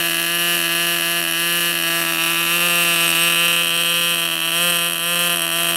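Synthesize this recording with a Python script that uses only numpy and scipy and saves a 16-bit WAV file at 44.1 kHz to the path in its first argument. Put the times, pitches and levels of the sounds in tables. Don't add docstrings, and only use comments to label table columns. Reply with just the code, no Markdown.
import sys
import numpy as np
from scipy import signal
from scipy.fft import rfft, irfft, next_fast_len
from scipy.io import wavfile
from scipy.ndimage import uniform_filter1d, map_coordinates

SR = 44100
rng = np.random.default_rng(int(sys.argv[2]) if len(sys.argv) > 2 else 0)


def int16_out(signal):
    q = np.round(np.clip(np.atleast_2d(signal).T, -1, 1) * 32767)
    wavfile.write(sys.argv[1], SR, q.astype(np.int16))


def nominal_scale(level):
    x = np.asarray(level, float) / 20
    return 10 ** x


N = 254016

# start_s (first weak turn), weak_turns, level_db
STUMBLES = [(0.019, 2.0, -7.0), (0.078, 3.0, -9.0), (0.126, 2.0, -7.0), (0.209, 3.0, -5.0),
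            (0.559, 7.0, -6.0), (0.672, 2.0, -7.0), (0.977, 4.0, -7.0), (1.208, 6.0, -9.0),
            (1.304, 3.0, -8.0), (1.721, 3.0, -9.0), (1.78, 5.0, -7.0), (2.035, 3.0, -8.0),
            (2.118, 6.0, -9.0), (2.328, 3.0, -6.0), (2.576, 3.0, -5.0), (3.074, 5.0, -7.0),
            (3.34, 2.0, -6.0), (3.628, 4.0, -7.0), (3.687, 2.0, -7.0), (3.829, 2.0, -8.0),
            (4.152, 3.0, -7.0), (4.27, 4.0, -9.0), (4.348, 6.0, -10.0), (4.499, 2.0, -8.0),
            (4.89, 6.0, -9.0), (4.973, 2.0, -9.0), (5.354, 6.0, -10.0), (5.462, 5.0, -8.0),
            (5.629, 2.0, -6.0), (5.713, 4.0, -9.0)]
MISSES = [.161, .256, .743, .954, 1.6, 1.893, 2.011, 2.256, 2.446, 2.681, 2.844, 2.955, 3.145, 3.293, 3.475,
          3.522, 3.557, 3.77, 4.247, 4.715, 5.149, 5.289, 5.665]
FALTERS = [.173, .378, .86, 2.232, 2.422, 2.458, 2.693, 3.317, 3.935, 4.005, 4.211, 4.469, 4.779, 5.184,
           5.581, 5.677]
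# start_s, speed_turns_per_s
MIXTURE = [(0.0, 170), (0.25, 172.9), (1.4, 171), (1.6, 172.2), (2.07, 169.6), (2.5, 171.3), (2.65, 175.2),
           (3.0, 169.2), (3.4, 172), (4.0, 172.4), (4.15, 171), (4.5, 170.1), (4.65, 174.9), (4.8, 171.2),
           (5.2, 174.6), (5.4, 172.4), (5.54, 172), (5.76, 173.4)]
# start_s, slab_echo_delay_ms, view (0 above the wing, 1 over the nose, 2 beside the nose)
CAMERA = [
    (0, .72, 0),
    (1.8, .72, 0),
    (2.2, .73, 1),
    (3.25, .72, 1),
    (3.75, .69, 2),
    (5.76, .69, 2),
]
# start_s, nearness_db, facing_cylinder (0-1), facing_outlet (0-1)
HAND = [(0, 0.5, 0.03, .1), (.3, -0.15, 0.02, 0), (.7, 0.5, 0, .1), (1.15, -0.1, 0.04, .1),
        (1.4, 0.2, 0.1, .2), (1.75, 0, 0.27, .1), (1.9, 1, 0.33, .1), (2.3, 0.8, 0.1, 0),
        (2.65, 0.5, 0.6, .1), (3.15, 1.5, 0.86, .1), (3.65, -0.06, 1, -.2), (3.95, 0, 1.04, -.1),
        (4.351, -0.5, 0.74, .4), (4.7, 0, 1, .8), (5.0, -1.5, 0.99, 0.7), (5.2, -0.3, 0.95, .8),
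        (5.45, -0.75, 0.74, 1.1), (5.76, 0, 0.8, 1.1)]
# level_db, db_per_db_nearness, db_facing_cylinder, db_facing_outlet,
# db_per_turn_per_s over the usual speed
LEVEL_LAWS = dict(muffler=(-20.5, 2.13, -0.44, 0.54, 0.2), case=(-17.5, 1, 10, 2.7, 0.16),
              jet=(-7, -2.5, -0.1, 2.5, 0.16), lift=(1.64, 0.51, 1.4, -1.2, -0.085),
              shaft=(-38, 2.3, 1.2, 1.6, 0.72), blade=(-31.5, 2.5, -2, 1.2, 0.22),
              third=(-45.5, 1, 7, -1.8, 1.8), fourth=(-35, 1.87, -2, 3.9, .01),
              hiss=(-27.5, 3.23, -0.9, 0.7, 0.5))
# centre_s, half_length_s, depth_db
SLAB_NULLS = [(.6, 0.47, 2), (1.561, 0.21, 5.5), (2.45, 0.17, 5), (3.41, 0.2, 1.5), (4.007, 0.12, 4.5),
              (4.2, 0.48, 0), (4.94, 0.32, 1.5)]
# peak_s, peak_db
GUSTS = [(0.01, -64), (.24, -69), (.72, -63), (.95, -63), (1.83, -58), (2.48, -60), (2.95, -62),
         (3.099, -60), (3.51, -47), (3.721, -47), (3.96, -43), (4.96, -54), (5.17, -54), (5.75, -51)]

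# pitch_hz, width_hz, level_db, polarity
BARK_MODES = [
    [(1027, 30, -26, -0.82), (1261, 210, -16, -0.6), (1672, 182, -11, -0.88), (2027, 113, -6.5, 1)],
    [(910, 470, -15.5, -0.73), (1223, 170, -17, -0.89), (1680, 210, -15, -0.82), (2090, 200, -10, 0.98)],
    [(1068, 226, -14.5, -0.99), (1330, 440, -23, -0.92), (1730, 360, -18.5, -1.04), (2040, 900, -13, 0.96)],
]
MUFFLER_MODES = [
    [(2420, 172, -14, 0.79), (2940, 65, -14.5, -1), (2766, 646, -11.5, -0.81), (3800, 1200, -22.5, 1),
     (4210, 140, -22, -1.2), (5600, 80, -44, 0.88)],
    [(2564, 266, -10, 0.97), (2733, 50, -11.5, 0.6), (3100, 130, -20, -1.05), (3520, 430, -15.5, -1.11),
     (4450, 93, -24, -0.82), (6300, 550, -23, -0.89)],
    [(2556, 133, -8.5, 0.82), (2970, 72, -27, -0.15), (3197, 255, -9, -1.12), (3720, 77, -10.5, -0.76),
     (4220, 480, -25.5, 0.7), (5680, 177.6, -59, -0.27)],
]
CASE_MODES = [(8260, 170, 0, 1), (8600, 500, -9, -1)]
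OVERTONE_MODES = [(5634, 120, 1.5, 0.99)]
JET_ABOVE_MODES = [(9100, 900, -15, -0.93), (10320, 210, 2.5, 1), (11450, 300, -2, 0.89),
                   (12500, 550, -10, -0.95), (14150, 450, -7, -1)]
JET_OVER_MODES = [(9540, 830, -1.5, 1), (10870, 1200, -0.5, -0.98), (11300, 280, 7, 0.86),
                  (12600, 330, -0.5, -0.94), (15000, 900, -11, 0.88)]
JET_BESIDE_MODES = [(9800, 450, -2, 0.98), (10150, 300, -2, -1), (11240, 300, -0.5, 1),
                    (12400, 360, -10, -1), (13300, 900, -6.5, 0.95)]
THUMP_THIRD_MODES = [(507.5, 128, -1.5, -0.76)]
THUMP_FOURTH_MODES = [(680.3, 98, 0, 1)]
CHAMBER_MODES = [(278, 79, 5.5, 0.81), (430, 12, 18.5, -0.066), (602, 71, 5.5, 0.86)]

# pitch_hz, level_db (per Hz)
BLADE_HISS = [(30, -72), (200, -16), (1000, -15), (2800, -8), (5000, -13), (7000, -12), (12000, -5),
              (15800, -13)]
# pitch_hz, level_db (per Hz)
PORT_THUD = [(15, -35), (40, -19), (85, -2), (130, -6), (250, -13), (500, -62)]

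FIRST_TURN = .27
USUAL_TURNS = 170
TURNS_LOST, RECOVER_S = 2.1, .08
MISS_DB, FALTER_DB = -7, -5
RING_LAG_S, JET_LAG_S = .0004, .0008
CALM_DB, GUST_RISE_S, GUST_FALL_S = -66, .09, .14
TOP_HZ = 15770


def unit(x):
    return x / np.sqrt(np.mean(x ** 2) + 1e-20)


def curves(rows):
    s, *columns = np.transpose(rows)
    t = np.arange(N) / SR
    return [np.interp(t, s, column) for column in columns]


def wobble(rate):
    knots = rng.standard_normal(int(N * rate / SR) + 4)
    return map_coordinates(knots, [np.arange(N) * rate / SR])


def filtered(x, response):
    m = next_fast_len(N + 8192)
    f = np.fft.rfftfreq(m, 1 / SR)
    return unit(irfft(rfft(x, m) * response(f), m)[:N])


def above(f, hz):
    return 1 / (1 + (hz / (f + 1)) ** 16)


def later(f, s):
    return np.exp(-2j * np.pi * f * s)


def ringing(x, modes):
    def response(f):
        return sum(polarity * nominal_scale(db) * 1j * f * width / (hz * hz - f * f + 1j * f * width)
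                   for hz, width, db, polarity in modes)
    return filtered(x, response)


def noise(spectrum):
    hz, db = np.transpose(spectrum)
    return filtered(rng.standard_normal(N), lambda f: nominal_scale(np.interp(np.log(f + 1), np.log(hz + 1), db)))


def level(name, rate):
    db, *gains = LEVEL_LAWS[name]
    controls = [*curves(HAND), rate - USUAL_TURNS]
    return db + sum(gain * control for gain, control in zip(gains, controls))


def seen(x, views):
    place = curves(CAMERA)[1] / 2 * (len(views) - 1)
    return unit(sum(np.clip(1 - abs(place - k), 0, 1) ** 0.76 * ringing(x, modes)
                    for k, modes in enumerate(views)))


def off_slab(x, echo_db):
    delay = curves(CAMERA)[0] * SR / 1000
    return unit(x + nominal_scale(echo_db) * map_coordinates(x, [np.arange(N) - delay]))


def weak_spells():
    misses = [(s, 1, MISS_DB) for s in MISSES]
    falters = [(s, 1, FALTER_DB) for s in FALTERS]
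    return list(STUMBLES) + misses + falters


def speed():
    lost = np.zeros(N)
    for s, count, db in weak_spells():
        at = np.round((s + 2 * np.arange(round(count)) / USUAL_TURNS) * SR).astype(int)
        lost[at[at < N]] += 1 - nominal_scale(db)
    smooth = uniform_filter1d(lost, size=SR // 40)
    sag = signal.lfilter([1], [1, -np.exp(-1 / (RECOVER_S * SR))], smooth)
    return curves(MIXTURE)[0] - TURNS_LOST * sag


def firings(turns):
    at = np.interp(np.arange(int(turns[-1]) + 1), turns, np.arange(N))
    chance = rng.standard_normal((len(at), 2))
    size_db = 0.3 * chance[:, 0]
    for s, count, db in weak_spells():
        weak = np.argmin(abs(at - s * SR)) + 2 * np.arange(round(count))
        weak = weak[weak < len(at) - 1]
        size_db[weak] += 1.17 * db
        size_db[weak + 1] += 1.2
    return at, size_db, 1.7 * chance[:, 1]


def pulses(at, size):
    taps = np.floor(at)[:, None] + np.arange(-7, 9)
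    offset = taps - at[:, None]
    kernel = np.sinc(offset) * np.cos(np.pi * offset / 16) ** 2
    places = np.clip(taps, 0, N).astype(int)
    return np.bincount(places.ravel(), (kernel * size[:, None]).ravel(), N + 1)[:N]


def blast(at, size_db, rough, t60):
    click = pulses(at, nominal_scale(size_db))
    decay = signal.lfilter([1], [1, -nominal_scale(-60 / (t60 * SR))], click)
    puff = decay * rng.standard_normal(N)
    return np.sqrt(1 - rough) * unit(click) + np.sqrt(rough) * unit(puff)


def baffles(f, hz, width):
    return (hz * hz - f * f - 1j * f * width) / (hz * hz - f * f + 1j * f * width)


def muffler(at, size_db, lift_db):
    port = blast(at, .9 * size_db, rough=.018, t60=.04)
    views = [low + high for low, high in zip(BARK_MODES, MUFFLER_MODES)]
    pipe = off_slab(seen(port, views), echo_db=-3)
    bark = filtered(pipe, lambda f: above(f, hz=853) - above(f, hz=2260))

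    def last_chamber(f):
        band = above(f, hz=2220) - above(f, hz=5740)
        return band * baffles(f, hz=2560, width=135) * later(f, RING_LAG_S)

    ring = filtered(pipe, last_chamber)
    return nominal_scale(-5 - lift_db) * bark + nominal_scale(-3.0 + lift_db) * ring


def case_knock(at, size_db, scatter_db, case_db):
    knock = blast(at, 2.5 * size_db + scatter_db, rough=0.32, t60=0.031)
    case = filtered(ringing(knock, CASE_MODES), lambda f: above(f, hz=6760))
    return nominal_scale(case_db - 2.7) * case + nominal_scale(-17.5) * ringing(knock, OVERTONE_MODES)


def outlet_jet(at, size_db, scatter_db, jet_db):
    gas = blast(at, 2.8 * size_db + scatter_db, rough=0.19, t60=0.013)
    jet = seen(gas, [JET_ABOVE_MODES, JET_OVER_MODES, JET_BESIDE_MODES])
    air = filtered(jet, lambda f: (above(f, hz=9500) - 1.16 * above(f, hz=14000)) * later(f, JET_LAG_S))
    return nominal_scale(jet_db - 1.8) * air


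def nulls():
    t = np.arange(N) / SR
    return sum(db * np.exp(-((t - s) / half) ** 4) for s, half, db in SLAB_NULLS)


def thump(push, rate):
    third = ringing(push, THUMP_THIRD_MODES)
    fourth = ringing(ringing(push, THUMP_FOURTH_MODES), THUMP_FOURTH_MODES)
    fourth_db = level("fourth", rate) - nulls()
    return nominal_scale(level("third", rate) + 2.75) * third + nominal_scale(fourth_db + 2.0) * fourth


def exhaust(turns, rate):
    at, size_db, scatter_db = firings(turns)
    push = filtered(blast(at, .7 * size_db, rough=.005, t60=.02), lambda f: above(f, hz=210))
    chamber = nominal_scale(-18.0) * ringing(ringing(push, CHAMBER_MODES), CHAMBER_MODES)
    body = muffler(at, size_db, level("lift", rate)) + chamber
    body = body + case_knock(at, size_db, scatter_db, level("case", rate))
    body = body + outlet_jet(at, size_db, scatter_db, level("jet", rate))
    return nominal_scale(level("muffler", rate)) * body + thump(push, rate)


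def propeller(turns, rate):
    angle = 2 * np.pi * turns
    shaft = nominal_scale(level("shaft", rate)) * np.sin(angle + 0.74)
    blade = nominal_scale(level("blade", rate)) * np.sin(2 * angle + 2.94)
    hiss_db = level("hiss", rate) + 2.1 * np.cos(2 * angle) + 0.79 * wobble(12)
    return np.sqrt(2) * (shaft + blade) + nominal_scale(hiss_db) * noise(BLADE_HISS)


def buffet():
    t = np.arange(N) / SR
    gusts = sum(nominal_scale(db - 20 * np.maximum((s - t) / GUST_RISE_S, (t - s) / GUST_FALL_S)) for s, db in GUSTS)
    calm = nominal_scale(CALM_DB + 2.8 * wobble(9)) * filtered(noise(PORT_THUD), lambda f: above(f, hz=62))
    lumps = unit(nominal_scale(4.0 * wobble(20)) * noise(PORT_THUD))
    return calm + gusts * nominal_scale(-3.5) * lumps


def scene():
    rate = speed()
    turns = np.cumsum(rate) / SR - FIRST_TURN
    return (exhaust(turns, rate) + propeller(turns, rate) + buffet())[None]


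def low_pass(x):
    return signal.sosfilt(signal.butter(12, 15760, fs=SR, output="sos"), x)


def record(dry):
    heard = np.fft.rfftfreq(N, 1 / SR) < TOP_HZ
    mix = irfft(rfft(dry) * heard, N)
    return low_pass(mix)


dry = scene()
out = record(dry)
int16_out(out)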